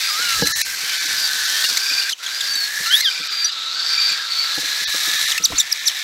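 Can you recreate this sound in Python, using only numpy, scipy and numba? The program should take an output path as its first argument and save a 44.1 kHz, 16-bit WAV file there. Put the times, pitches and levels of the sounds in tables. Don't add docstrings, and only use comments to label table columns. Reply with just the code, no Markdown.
import sys
import numpy as np
from scipy import signal
from scipy.fft import rfft, irfft
from scipy.io import wavfile
from scipy.ndimage import uniform_filter1d
from numba import njit

SR = 44100
rng = np.random.default_rng(int(sys.argv[2]) if len(sys.argv) > 2 else 0)


def to_wav(sig):
    pcm = np.clip(np.atleast_2d(sig), -1, 1) * 32767
    pcm = np.round(pcm).astype(np.int16)
    wavfile.write(sys.argv[1], SR, pcm.T)


def ratio_of_db(decibels):
    return 10 ** (np.asarray(decibels, float) / 20)


N = 266011
TIME = np.arange(N) / SR


def rms_one(x):
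    return x / np.sqrt(np.mean(x ** 2) + 1e-20)


def in_time(rows):
    s, *columns = np.transpose(rows)
    return [np.interp(TIME, s, c) for c in columns]


def while_sounding(start_s, end_s, rise_s, fall_s):
    return np.clip((TIME - start_s) / rise_s, 0, 1) * np.clip((end_s - TIME) / fall_s, 0, 1)


def drift(rate_hz):
    r = np.exp(-2 * np.pi * rate_hz / SR)
    return rms_one(signal.lfilter([1], [1, -2 * r, r * r], rng.standard_normal(N + SR))[SR:])


def sine(hz):
    return np.sin(2 * np.pi * np.cumsum(hz) / SR)


def band_noise(low_hz, high_hz, order, length=N):
    sos = signal.butter(order, [low_hz, high_hz], "band", fs=SR, output="sos")
    return rms_one(signal.sosfilt(sos, rng.standard_normal(length)))


def between(x, low_hz, high_hz):
    hz = np.fft.rfftfreq(N, 1 / SR)
    return signal.hilbert(irfft(rfft(x) * ((hz > low_hz) & (hz < high_hz)), N))


@njit
def resonate(x, c, r):
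    y = np.zeros(len(x))
    for i in range(2, len(x)):
        y[i] = (1 - r * r) / 2 * (x[i] - x[i - 2]) + 2 * r * c[i] * y[i - 1] - r * r * y[i - 2]
    return y


def cavity(x, hz, width_hz):
    c, r = np.cos(2 * np.pi * hz / SR) * np.ones(N), np.exp(-np.pi * width_hz / SR)
    return rms_one(resonate(resonate(x, c, r), c, r))


# (frequency [Hz], density [dB per Hz])
ROOM_AIR = [(40, -34), (300, -10.5), (1000, -1), (3000, 8.5), (8000, -1)]


def floor():
    hz, (at_hz, db) = np.linspace(1, SR / 2, N // 2 + 1), np.transpose(ROOM_AIR)
    colour = ratio_of_db(np.interp(np.log(hz), np.log(at_hz), db, right=-60))
    return ratio_of_db(-13.5) * rms_one(irfft(rfft(rng.standard_normal(N)) * colour, N))


def room(x):
    t, t60_s = TIME[:SR // 6], .08
    echoes = rms_one(rng.standard_normal(len(t))) * ratio_of_db(-60 * t / t60_s) * (t > .003)
    return signal.fftconvolve(x, echoes)[:N]


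# (centre [s], half length [s], level [dB])
SWAYS = [(.3, 0.093, -57), (.425, 0.062, -39.5), (0.583, 0.061, -51), (.7, .05, -59), (1.15, .06, -66),
         (1.35, 0.097, -57), (1.93, .03, -58), (2.835, .05, -67), (3.4, .06, -65), (4.62, .06, -61),
         (4.89, .025, -49), (5.09, .04, -63), (5.34, .04, -57), (5.536, 0.026, -38), (5.733, .03, -68)]
# (time [s], frequency [Hz], level [dB])
TAPS = [(.192, 480, -28), (.424, 835, -19), (1.908, 564, -32), (4.578, 800, -26), (4.945, 510, -26),
        (5.52, 680, -23), (5.521, 1020, -21.5)]


def sways_and_taps():
    sway_hz, tap_t60_s = 62.2, 0.033
    push = np.sqrt(2) * sine(sway_hz * ratio_of_db(4.9 * drift(24.7)))
    out = push * sum(ratio_of_db(db) * np.exp(-((TIME - s) / half_s) ** 2) for s, half_s, db in SWAYS)
    for s, hz, db in TAPS:
        t = np.clip(TIME - s, 0, 1)
        out += ratio_of_db(db - 60 * t / tap_t60_s) * np.clip(t / 0.0018, 0, 1) * np.sin(2 * np.pi * hz * t)
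    return out


STILL_HAND_DB = -69.5
# (time [s], peak level [dB])
BUMPS = [(0.19, -42), (0.39, -33), (0.423, -11.5), (1.209, -46.5), (1.349, -51), (1.638, -39), (1.709, -40),
         (1.904, -39), (2.799, -35), (3.197, -38.5), (4.576, -29.5), (4.628, -37), (4.808, -38),
         (4.942, -41), (5.07, -31.5), (5.399, -32), (5.5, -30.5), (5.527, -29), (5.54, -52), (.83, -43),
         (1.05, -39), (4.11, -43.5), (2.551, -48)]


def grip():
    lead_s, tail_s = 0.056, 0.11
    level = ratio_of_db(STILL_HAND_DB)
    for s, db in BUMPS:
        shift = np.exp(np.where(TIME < s, (TIME - s) / lead_s, (s - TIME) / tail_s))
        level = level + ratio_of_db(-31 + 0.95 * db) * shift
    return level


# (frequency [Hz], level [dB])
CASE_RINGS = [(175, 1.5), (300, 7.5), (475, 6)]


def handling():
    out = np.zeros(N)
    t = TIME[:SR // 8]
    for s, db in BUMPS:
        at = round(s * SR)
        thud_db = db - 11 + 0.2 * (-30.5 - db) - 60 * t / 0.089
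        thud = ratio_of_db(thud_db) * np.clip(t / 0.0039, 0, 1) * band_noise(90, 466, 1, len(t))
        edge = ratio_of_db(db - 13 - 60 * t / 0.02) * band_noise(400, 1100, 2, len(t))
        out[at:at + len(t)] += thud + edge
    knocks = signal.lfilter([.3], [1, -.7], out)
    s, db = np.transpose(BUMPS)
    knocks[(s * SR).astype(int)] += ratio_of_db(db + 23.5 + 1.3 * (db - db.max()))
    r = ratio_of_db(-60 / (.045 * SR))
    for hz, db in CASE_RINGS:
        poles = [1, -2 * r * np.cos(2 * np.pi * hz / SR), r * r]
        out = out + ratio_of_db(db - 39.0) * signal.lfilter([1, 0, -1], poles, knocks)
    rumble, deep = band_noise(80, 300, 2), band_noise(35, 110, 2)
    shifting = grip()
    hand = shifting * rumble + ratio_of_db(-12) * (shifting - ratio_of_db(STILL_HAND_DB)) * deep
    return out + ratio_of_db(5.3 * drift(3.1)) * hand


def syrinx_flutter(rough_db):
    return rng.standard_normal(N) * ratio_of_db(rough_db * drift(640) + 0.88 * drift(14.0))


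def partials(hz, levels):
    phase = 2 * np.pi * np.cumsum(hz) / SR
    out = 0
    for k, level in enumerate(levels, 1):
        fade = np.clip((9500 - hz * k) / 1500, .05, 1) * (hz * k < 15900)
        out = out + level * fade * np.sin(k * phase)
    return out


# (time [s], length [s], first pitch [Hz], last pitch [Hz], level [dB])
SNAPS = [(0.471, 0.005, 1990, 2085, -5), (0.6145, 0.0048, 1930, 2100, -6), (1.771, 0.0077, 1855, 2380, -6),
         (2.093, 0.011, 1640, 2160, -12.5), (3.006, 0.0083, 1910, 2140, -8),
         (5.378, 0.0037, 1900, 2400, -9.5), (5.599, 0.011, 3930, 3460, -7.5),
         (5.895, 0.0068, 3300, 2980, -19.5)]
# (time [s], length [s], first pitch [Hz], last pitch [Hz], level [dB])
SQUEAKS = [(2.128, 0.0097, 3280, 2930, -16), (2.262, 0.011, 3580, 3120, -18),
           (2.407, 0.0094, 4050, 3200, -14.5), (2.554, 0.0092, 3900, 3870, -15.5),
           (5.3, 0.011, 4900, 4630, -24), (5.317, 0.012, 4020, 2800, -13.5),
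           (5.381, 0.0065, 2670, 2590, -12.5), (.618, 0.0048, 2620, 2600, -24),
           (.747, .006, 1970, 2140, -20), (1.98, 0.011, 2440, 2460, -20), (3.11, 0.01, 2374, 2410, -21),
           (3.974, 0.032, 2280, 2460, -21), (1.857, 0.014, 2500, 2440, -25), (1.9, 0.016, 2420, 2450, -19),
           (1.92, 0.0089, 2550, 2470, -20), (4.092, 0.011, 2450, 2440, -19),
           (3.175, 0.01, 2400, 2410, -24.5), (3.155, .011, 2400, 2380, -26), (3.23, 0.014, 2400, 2400, -24),
           (3.372, 0.0094, 2380, 2380, -39), (3.42, 0.01, 2360, 2380, -29), (4.4, 0.013, 2230, 2300, -24.5),
           (5.58, .008, 1300, 1350, -19)]
# (time [s], length [s], first pitch [Hz], last pitch [Hz], level [dB])
BLIPS = [(1.643, 0.017, 2790, 2850, -16.5), (2.117, 0.0136, 3600, 4400, -23),
         (2.536, 0.015, 6000, 6250, -21), (3.1, .008, 4700, 4600, -22), (3.443, 0.019, 5820, 5880, -11),
         (4.1, .008, 7700, 7100, -22), (3.8, 0.011, 3500, 3650, -22), (3.8, .014, 5300, 5250, -24),
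         (2.86, 0.0092, 2800, 2750, -22), (3.495, .01, 2900, 2880, -28), (3.52, 0.017, 5700, 3500, -24),
         (1.7, 0.0099, 2400, 2440, -30), (2.016, 0.009, 2800, 2880, -20)]


def pips(rows, step_db):
    out = np.zeros(N)
    for s, length_s, hz0, hz1, db in rows:
        at, u = round(s * SR), np.linspace(0, 1, round(length_s * SR))
        hz = hz1 + (hz0 - hz1) * (1 - u) ** 1.27
        levels_db = step_db * np.arange(7)
        levels_db[0] = -11 if hz0 < 2100 else 0
        snap = np.clip(u / .15, 0, 1) * np.clip((1 - u) / .15, 0, 1) * ratio_of_db(-4 * u)
        out[at:at + len(u)] += ratio_of_db(db) * snap * partials(hz, ratio_of_db(levels_db))
    return out


# (time [s], pitch [Hz], first partial level [dB])
PEEP = [(2.85, 1396, -30), (2.88, 1308, -30.5), (2.91, 1497, -25.5), (2.945, 1680, -29), (2.972, 1900, -47),
        (3.01, 2080, -34), (3.027, 2150, -29), (3.068, 1620, -29.5), (3.096, 1530, -22)]


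def peep():
    ring_hz, ring_width_hz, ring_db, opens_s = 3380, 170, -12, 2.89
    hz, db1 = in_time(PEEP)
    db2 = ring_db - 10 * np.log10(1 + ((2 * hz - ring_hz) / ring_width_hz) ** 2)
    db2 -= 40 * np.clip((opens_s + .02 - TIME) / .04, 0, 1)
    waver = 1 + .011 * drift(60) * (TIME < 3.03) + .006 * drift(110)
    tone = partials(hz * waver, [ratio_of_db(db1 + 3), ratio_of_db(db2 + 2), ratio_of_db(db2 - 20)])
    tone += ratio_of_db(db2 - 9 - 6 * (TIME > 3.03)) * cavity(syrinx_flutter(rough_db=2.5), 2 * hz, 350)
    grain = ratio_of_db((.8 + 1.2 * (TIME < 3.02)) * drift(260))
    return tone * grain * while_sounding(PEEP[0][0], PEEP[-1][0], .012, .005)


# (time [s], pitch [Hz], level [dB])
CHIRPS = [
    [(5.42, 3310, -28), (5.435, 5500, -25), (5.441, 5940, -11), (5.448, 5980, -5.5), (5.452, 5140, -7),
     (5.457, 3880, -8.5), (5.461, 3570, -13), (5.465, 3080, -31)],
    [(5.58, 6340, -26), (5.584, 7300, -8.5), (5.589, 5900, -10.5), (5.596, 5900, -10), (5.6, 5200, -12)],
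    [(5.6, 5700, -18), (5.605, 5880, -14), (5.609, 4950, -18), (5.612, 3930, -16.5), (5.6175, 3370, -9)],
    [(5.714, 6100, -22), (5.72, 5700, -16), (5.724, 5750, -11.5), (5.728, 4980, -9.5), (5.731, 4700, -10.5)],
    [(5.857, 7360, -22), (5.861, 5910, -21), (5.868, 6030, -14), (5.875, 5670, -9), (5.879, 4720, -8),
     (5.883, 3880, -10.5), (5.887, 3380, -8)],
    [(5.879, 6300, -20), (5.885, 5550, -21), (5.893, 5500, -17)],
]


def chirps():
    out = np.zeros(N)
    breath = cavity(syrinx_flutter(rough_db=0.0), 6500, 2000)
    for rows in CHIRPS:
        hz, level_db = in_time(rows)
        hz = uniform_filter1d(hz, size=70) * (1 + 0.00633 * drift(325))
        rising = np.gradient(uniform_filter1d(hz, size=200)) > 0
        over_db = -3.5 - 0.013 * np.clip(hz - 3800, 0, 1500) - 12 * rising
        tone = partials(hz, [1, ratio_of_db(over_db), ratio_of_db(1.8 * over_db)]) + ratio_of_db(-21) * breath
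        gate = while_sounding(rows[0][0], rows[-1][0], 0.0012, 0.002)
        out += ratio_of_db(level_db + 1.5 * drift(350)) * gate * tone
    return out


def whistle(rows, breathy):
    hz, db = in_time(rows)
    clear = np.sqrt(2) * sine(hz * (1 + 0.00389 * drift(49.0))) * ratio_of_db(2 * drift(45))
    hoarse = cavity(syrinx_flutter(rough_db=2.5), hz, 280)
    mix = np.sqrt(1 - breathy) * clear + np.sqrt(breathy) * hoarse
    return ratio_of_db(db) * while_sounding(rows[0][0], rows[-1][0], 0.0064, 0.0043) * mix


def swelling(start_s, end_s, hz0, hz1, db):
    peak = 0.71
    return [(start_s, hz0, db - 6.5),
            (start_s + peak * (end_s - start_s), hz0 + peak * (hz1 - hz0), db),
            (end_s, hz1, db - 7.5)]


# (time [s], pitch [Hz], level [dB])
LOW_WHISTLE = [(0.08, 1420, -29), (0.104, 1206, -35), (0.158, 1239, -29), (0.224, 1473, -27),
               (0.38, 1275, -30), (0.42, 1350, -43)]
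# (time [s], pitch [Hz], level [dB])
CLEAR_WHISTLES = [
    [(2.3, 4650, -40), (2.33, 4720, -35), (2.36, 4810, -27), (2.375, 4800, -30)],
    [(2.475, 4586, -29), (2.54, 4570, -22), (2.6, 4455, -23), (2.622, 4406, -24), (2.644, 4370, -24),
     (2.684, 4280, -35)],
    [(3.88, 4660, -35), (3.95, 4606, -27), (4.05, 4680, -19), (4.14, 4570, -27)],
    [(4.3, 4390, -31), (4.36, 4440, -26), (4.39, 4550, -32), (4.46, 4440, -34)],
    [(3.03, 4800, -28), (3.12, 4660, -32), (3.188, 4630, -35)],
    [(3.29, 4800, -32), (3.33, 4770, -25.5), (3.39, 4720, -24.5), (3.43, 4650, -22.5), (3.47, 4700, -20),
     (3.505, 4770, -30)],
]
# (start [s], end [s], first pitch [Hz], last pitch [Hz], peak level [dB])
HOARSE_WHISTLES = [(2.37, 2.477, 4950, 4800, -27), (2.594, 2.69, 4290, 4200, -28),
                   (0.01, 0.15, 4660, 5020, -25), (1.17, 1.279, 4890, 4590, -21.5),
                   (1.808, 2.08, 4690, 4640, -22.5), (3.739, 4.149, 4590, 4610, -20.5),
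                   (4.292, 4.485, 4450, 4510, -21.5)]


def all_whistles():
    clear_breath, hoarse_breath = 0.049, .68
    out = whistle(LOW_WHISTLE, clear_breath) + sum(whistle(w, clear_breath) for w in CLEAR_WHISTLES)
    return out + sum(whistle(swelling(*w), hoarse_breath) for w in HOARSE_WHISTLES)


# (start [s], end [s], first frequency [Hz], last frequency [Hz], last level [dB])
WINDPIPE = [(0, 0.44, 1580, 1660, -31), (0.38, 0.62, 1660, 1800, -25.5), (0.623, 0.754, 1570, 1580, -32.5),
            (0.79, 1.5, 1570, 1510, -30), (1.45, 2.1, 1520, 1590, -28.5), (1.8, 2.1, 2400, 2420, -33),
            (3.9, 4.15, 2350, 2420, -32), (3.1, 3.45, 2400, 2380, -37), (0, .09, 2560, 2480, -31),
            (.76, 1.02, 2400, 2300, -34), (2.19, 2.3, 1400, 1400, -38), (0.877, 1.45, 1690, 1730, -31),
            (1.4, 1.655, 1720, 1820, -27), (2.23, 2.72, 1570, 1680, -31), (2.7, 3.012, 1710, 1760, -25),
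            (3.092, 3.5, 1468, 1710, -36), (3.196, 4.568, 1316, 1347, -37),
            (3.752, 4.262, 1540, 1632, -31.5), (4.43, 4.63, 1650, 1700, -32),
            (4.64, 5.385, 1670, 1777, -27.5), (4.935, 5.592, 1230, 1333, -38),
            (5.592, 6.043, 1760, 1754, -33), (0.215, .35, 2990, 2700, -28), (0.838, 0.953, 3070, 3050, -31),
            (1.47, 1.63, 3050, 3320, -28.5), (2.835, 2.885, 4050, 4300, -22), (2.87, 2.93, 3900, 3850, -27),
            (.15, .62, 3920, 4080, -27), (4.45, 5.31, 4120, 3750, -30), (3.52, 3.74, 4050, 3800, -31),
            (.44, .53, 1320, 1310, -32), (5.555, 5.585, 4100, 4400, -23)]


def windpipes():
    out = np.zeros(N)
    for start_s, end_s, hz0, hz1, last_db in WINDPIPE:
        hz, db = in_time([(start_s, hz0, last_db - 4.5), (end_s, hz1, last_db)])
        air, hz = syrinx_flutter(rough_db=-1.0), hz * (1 + 0.006 * drift(10.98))
        locked = sine(hz + 30 * drift(130))
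        tone_gain, air_gain = (1, .3) if hz0 < 2000 else (.55, .5)
        pipe = tone_gain * locked + air_gain * cavity(air, hz, 150) + .6 * cavity(air, hz + 80, 400)
        out += ratio_of_db(db) * while_sounding(start_s, end_s, 0.0056, 0.0032) * rms_one(pipe)
    return out


# (start [s], end [s], first level [dB], last level [dB], brightness [dB])
RASPS = [(0, 0.478, -27.5, -23, 1.5), (0.474, 0.618, -31.5, -28.5, 9), (0.621, 0.757, -29, -32.5, 5),
         (0.761, 1.297, -28.5, -24, 0.5), (1.302, 1.656, -26, -22.5, 1), (1.642, 1.783, -21, -23.5, -1),
         (1.78, 2.132, -26, -29, -1), (1.804, 2.04, -27.5, -25.5, -7), (2.185, 2.23, -42.5, -38, -2),
         (2.233, 2.491, -30.5, -26.5, -2.5), (2.496, 2.686, -30, -31, 0), (2.606, 3.017, -35, -26.5, 3.5),
         (3.026, 3.504, -27, -28.5, -8), (3.498, 3.855, -28.5, -25, -16.5), (3.85, 4.135, -25, -22.5, -11),
         (4.139, 4.308, -24, -29, -11), (4.31, 4.558, -27, -23.5, -8.5), (4.549, 4.9, -26, -24, -2.5),
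         (4.903, 5.325, -24.5, -22, 0), (5.325, 5.388, -27.5, -28, 1.5), (5.392, 5.595, -35.5, -32, -1),
         (5.563, 6.04, -34, -30, -1)]


def effort(follows):
    swell_bend, open_s, snap_s, hush_db = 1.36, 0.0045, 0.0036, -50
    power = np.full(N, ratio_of_db(hush_db) ** 2)
    for start_s, end_s, db0, db1, bright_db in RASPS:
        rest = np.clip((end_s - TIME) / (end_s - start_s), 0, 1) ** swell_bend
        gate = while_sounding(start_s - open_s - snap_s, end_s, open_s, snap_s)
        power += (ratio_of_db(db1 + (db0 - db1) * rest + follows * bright_db) * gate) ** 2
    return np.sqrt(power)


# (time [s], centre [Hz])
BEAK_HZ = [(0, 4200), (.6, 4260), (1.2, 4400), (1.32, 4150), (1.6, 4260), (1.9, 4930), (2.25, 3850),
           (2.4, 4460), (2.8, 4200), (3.1, 4800), (3.6, 3680), (3.9, 4780), (4.25, 4250), (4.6, 4140),
           (5.3, 3740), (6.03, 3840)]
# (time [s], level [dB])
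LOWER_RING = [(0, 1), (.38, -6.5), (.44, -14), (.7, -21), (.9, -2), (2, -4), (3, -1.5), (4, -1.5),
              (5, -4.5), (6.03, 0.5)]
# (centre [Hz], width [Hz], level [dB])
HISS = [(7310, 3700, 6), (9630, 840, -2.5), (12250, 3800, 3.5), (14600, 3200, -2.5)]
# (start [s], end [s], level [dB])
THROATY = [(-.1, 0.36, -29.5), (0.597, 1.203, -33), (1.276, 2.12, -44), (2.203, 3.013, -38.5),
           (3.0, 3.455, -40), (3.868, 4.208, -38.5), (4.275, 4.533, -36.5), (4.61, 5.405, -33),
           (5.506, 6.1, -33.5)]


def chorus():
    puffs = ratio_of_db(2.8 * drift(800) + .6 * drift(25))

    def ring(hz, width_hz):
        return cavity(puffs * rng.standard_normal(N), hz, width_hz)

    level = effort(0)
    beak = rms_one(ring(in_time(BEAK_HZ)[0], 1270) + ratio_of_db(in_time(LOWER_RING)[0]) * ring(3620, 750))
    hiss = rms_one(sum(ratio_of_db(db) * ring(hz, width_hz) for hz, width_hz, db in HISS))
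    throat, gape, skirt = ring(2200, 940), ring(5490, 1940), ring(1355, 380)
    pouch = ratio_of_db(-24) * level
    for start_s, end_s, db in THROATY:
        pouch += ratio_of_db(db) * while_sounding(start_s, end_s, 0.013, 0.014)
    out = ratio_of_db(0.5) * level * beak + pouch * throat + ratio_of_db(-18) * level * skirt
    out += ratio_of_db(-4) * effort(0.79) * gape + ratio_of_db(-6.5) * effort(1) * hiss
    out = out - .9 * signal.lfilter(*signal.iirpeak(2850, 2.8, SR), out)
    return out + ratio_of_db(-1.0) * effort(0.3) ** 0.62 * floor()


TREBLE_FROM_HZ = 8400


def copied_up(tones):
    upper_shift_hz, lower_shift_hz = 7580, 4130
    upper = ratio_of_db(-13.5) * between(tones, 3400, 5600) * np.exp(2j * np.pi * upper_shift_hz * TIME)
    lower = between(tones, TREBLE_FROM_HZ - lower_shift_hz, 6640)
    lower = ratio_of_db(-16.0) * drift(1100) * lower * np.exp(2j * np.pi * lower_shift_hz * TIME)
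    return (upper + lower).real


def scene():
    whistles = all_whistles()
    notes = peep() + pips(SNAPS, step_db=-4) + pips(SQUEAKS, step_db=-6) + pips(BLIPS, step_db=-20) + chirps()
    birds = chorus() + windpipes() + whistles + notes
    treble = copied_up((notes + ratio_of_db(-9.0) * whistles) * effort(0.91) / effort(0))
    return (birds + ratio_of_db(-42) * room(birds) + treble + handling() + sways_and_taps())[None]


# (centre [s], share of bins lost [0-1])
THIN_MOMENTS = [(.44, .55), (.54, .72), (.636, .64), (.992, .5), (1.064, .48), (1.46, .5), (1.668, .42),
                (1.9, .4), (2.898, .5), (3.062, .5), (3.222, .44), (3.293, .5), (3.5, .45), (3.99, .38),
                (4.86, .68), (4.92, .42), (5.175, .46), (5.267, .48), (5.8, .48), (6.01, .4)]


def thin_out(x):
    size = 2000
    out, window = x.copy(), signal.windows.tukey(size, .55)
    carried = np.fft.rfftfreq(size, 1 / SR) < TREBLE_FROM_HZ
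    for s, share in THIN_MOMENTS:
        at = min(round(s * SR) - size // 2, N - size)
        bins = rfft(x[at:at + size] * window)
        near = uniform_filter1d(np.abs(bins), size=41)
        smooth = uniform_filter1d(np.abs(bins), size=8 if share > .55 else 3)
        standing = smooth / near ** (1.3 * (.8 - share)) * np.where(carried, 1, 1.5)
        lost = irfft(bins * (standing < np.quantile(standing[carried], share)), size)
        out[at:at + size] -= np.hanning(size) ** (2.5 * (.75 - share)) * lost
    return out


HIGH_TONE_HZ = [13264.4, 13953.5, 14642.6, 15676.3]
HIGH_TONE_DB = [-9, -10, -11, -12]
# (start [s], end [s])
HIGH_TONE_ON = [
    [(.03, .25), (.5, 1.46), (2.27, 2.47), (2.75, 2.9), (4.36, 4.95)],
    [(.23, .62), (1.05, 2.28), (2.38, 2.42), (2.5, 2.56), (2.72, 3.4), (4.36, 6.1)],
    [(0, .55), (.9, 2.12), (2.25, 3.6), (3.8, 4.2), (4.36, 5.5), (5.62, 6.1)],
    [(0, .14), (.48, .62), (2.6, 2.75), (2.92, 3.05), (4.82, 5.2), (5.38, 5.46), (5.55, 5.86)],
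]
TOP_BANDS_HZ = [12800, 13450, 14200, 15050, 15800]
TOP_NOISE_DB = [0, -1, -17, 0]


def high_tones(x):
    below = uniform_filter1d(np.abs(between(x, 11000, 12800)), size=600)
    out = between(x, 0, TOP_BANDS_HZ[0]).real
    for k, spells in enumerate(HIGH_TONE_ON):
        on = uniform_filter1d(sum((TIME > a) * (TIME < b) for a, b in spells) * 1., size=400)
        tone = ratio_of_db(HIGH_TONE_DB[k] + 3 * drift(12)) * below * np.sin(2 * np.pi * HIGH_TONE_HZ[k] * TIME)
        noise = between(x, TOP_BANDS_HZ[k], TOP_BANDS_HZ[k + 1]).real
        noise_gain = (1 - on) * ratio_of_db(TOP_NOISE_DB[k]) + on * ratio_of_db(-22 + 4 * drift(8))
        out += on * tone + noise_gain * noise
    return out


def roll_off(x):
    return signal.sosfilt(signal.butter(12, 15920, fs=SR, output="sos"), x)


def record(dry):
    limited = 2.17 * np.tanh(dry[0] / 2.076)
    mix = high_tones(thin_out(limited))[None]
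    return roll_off(mix)


dry = scene()
out = record(dry)
to_wav(out)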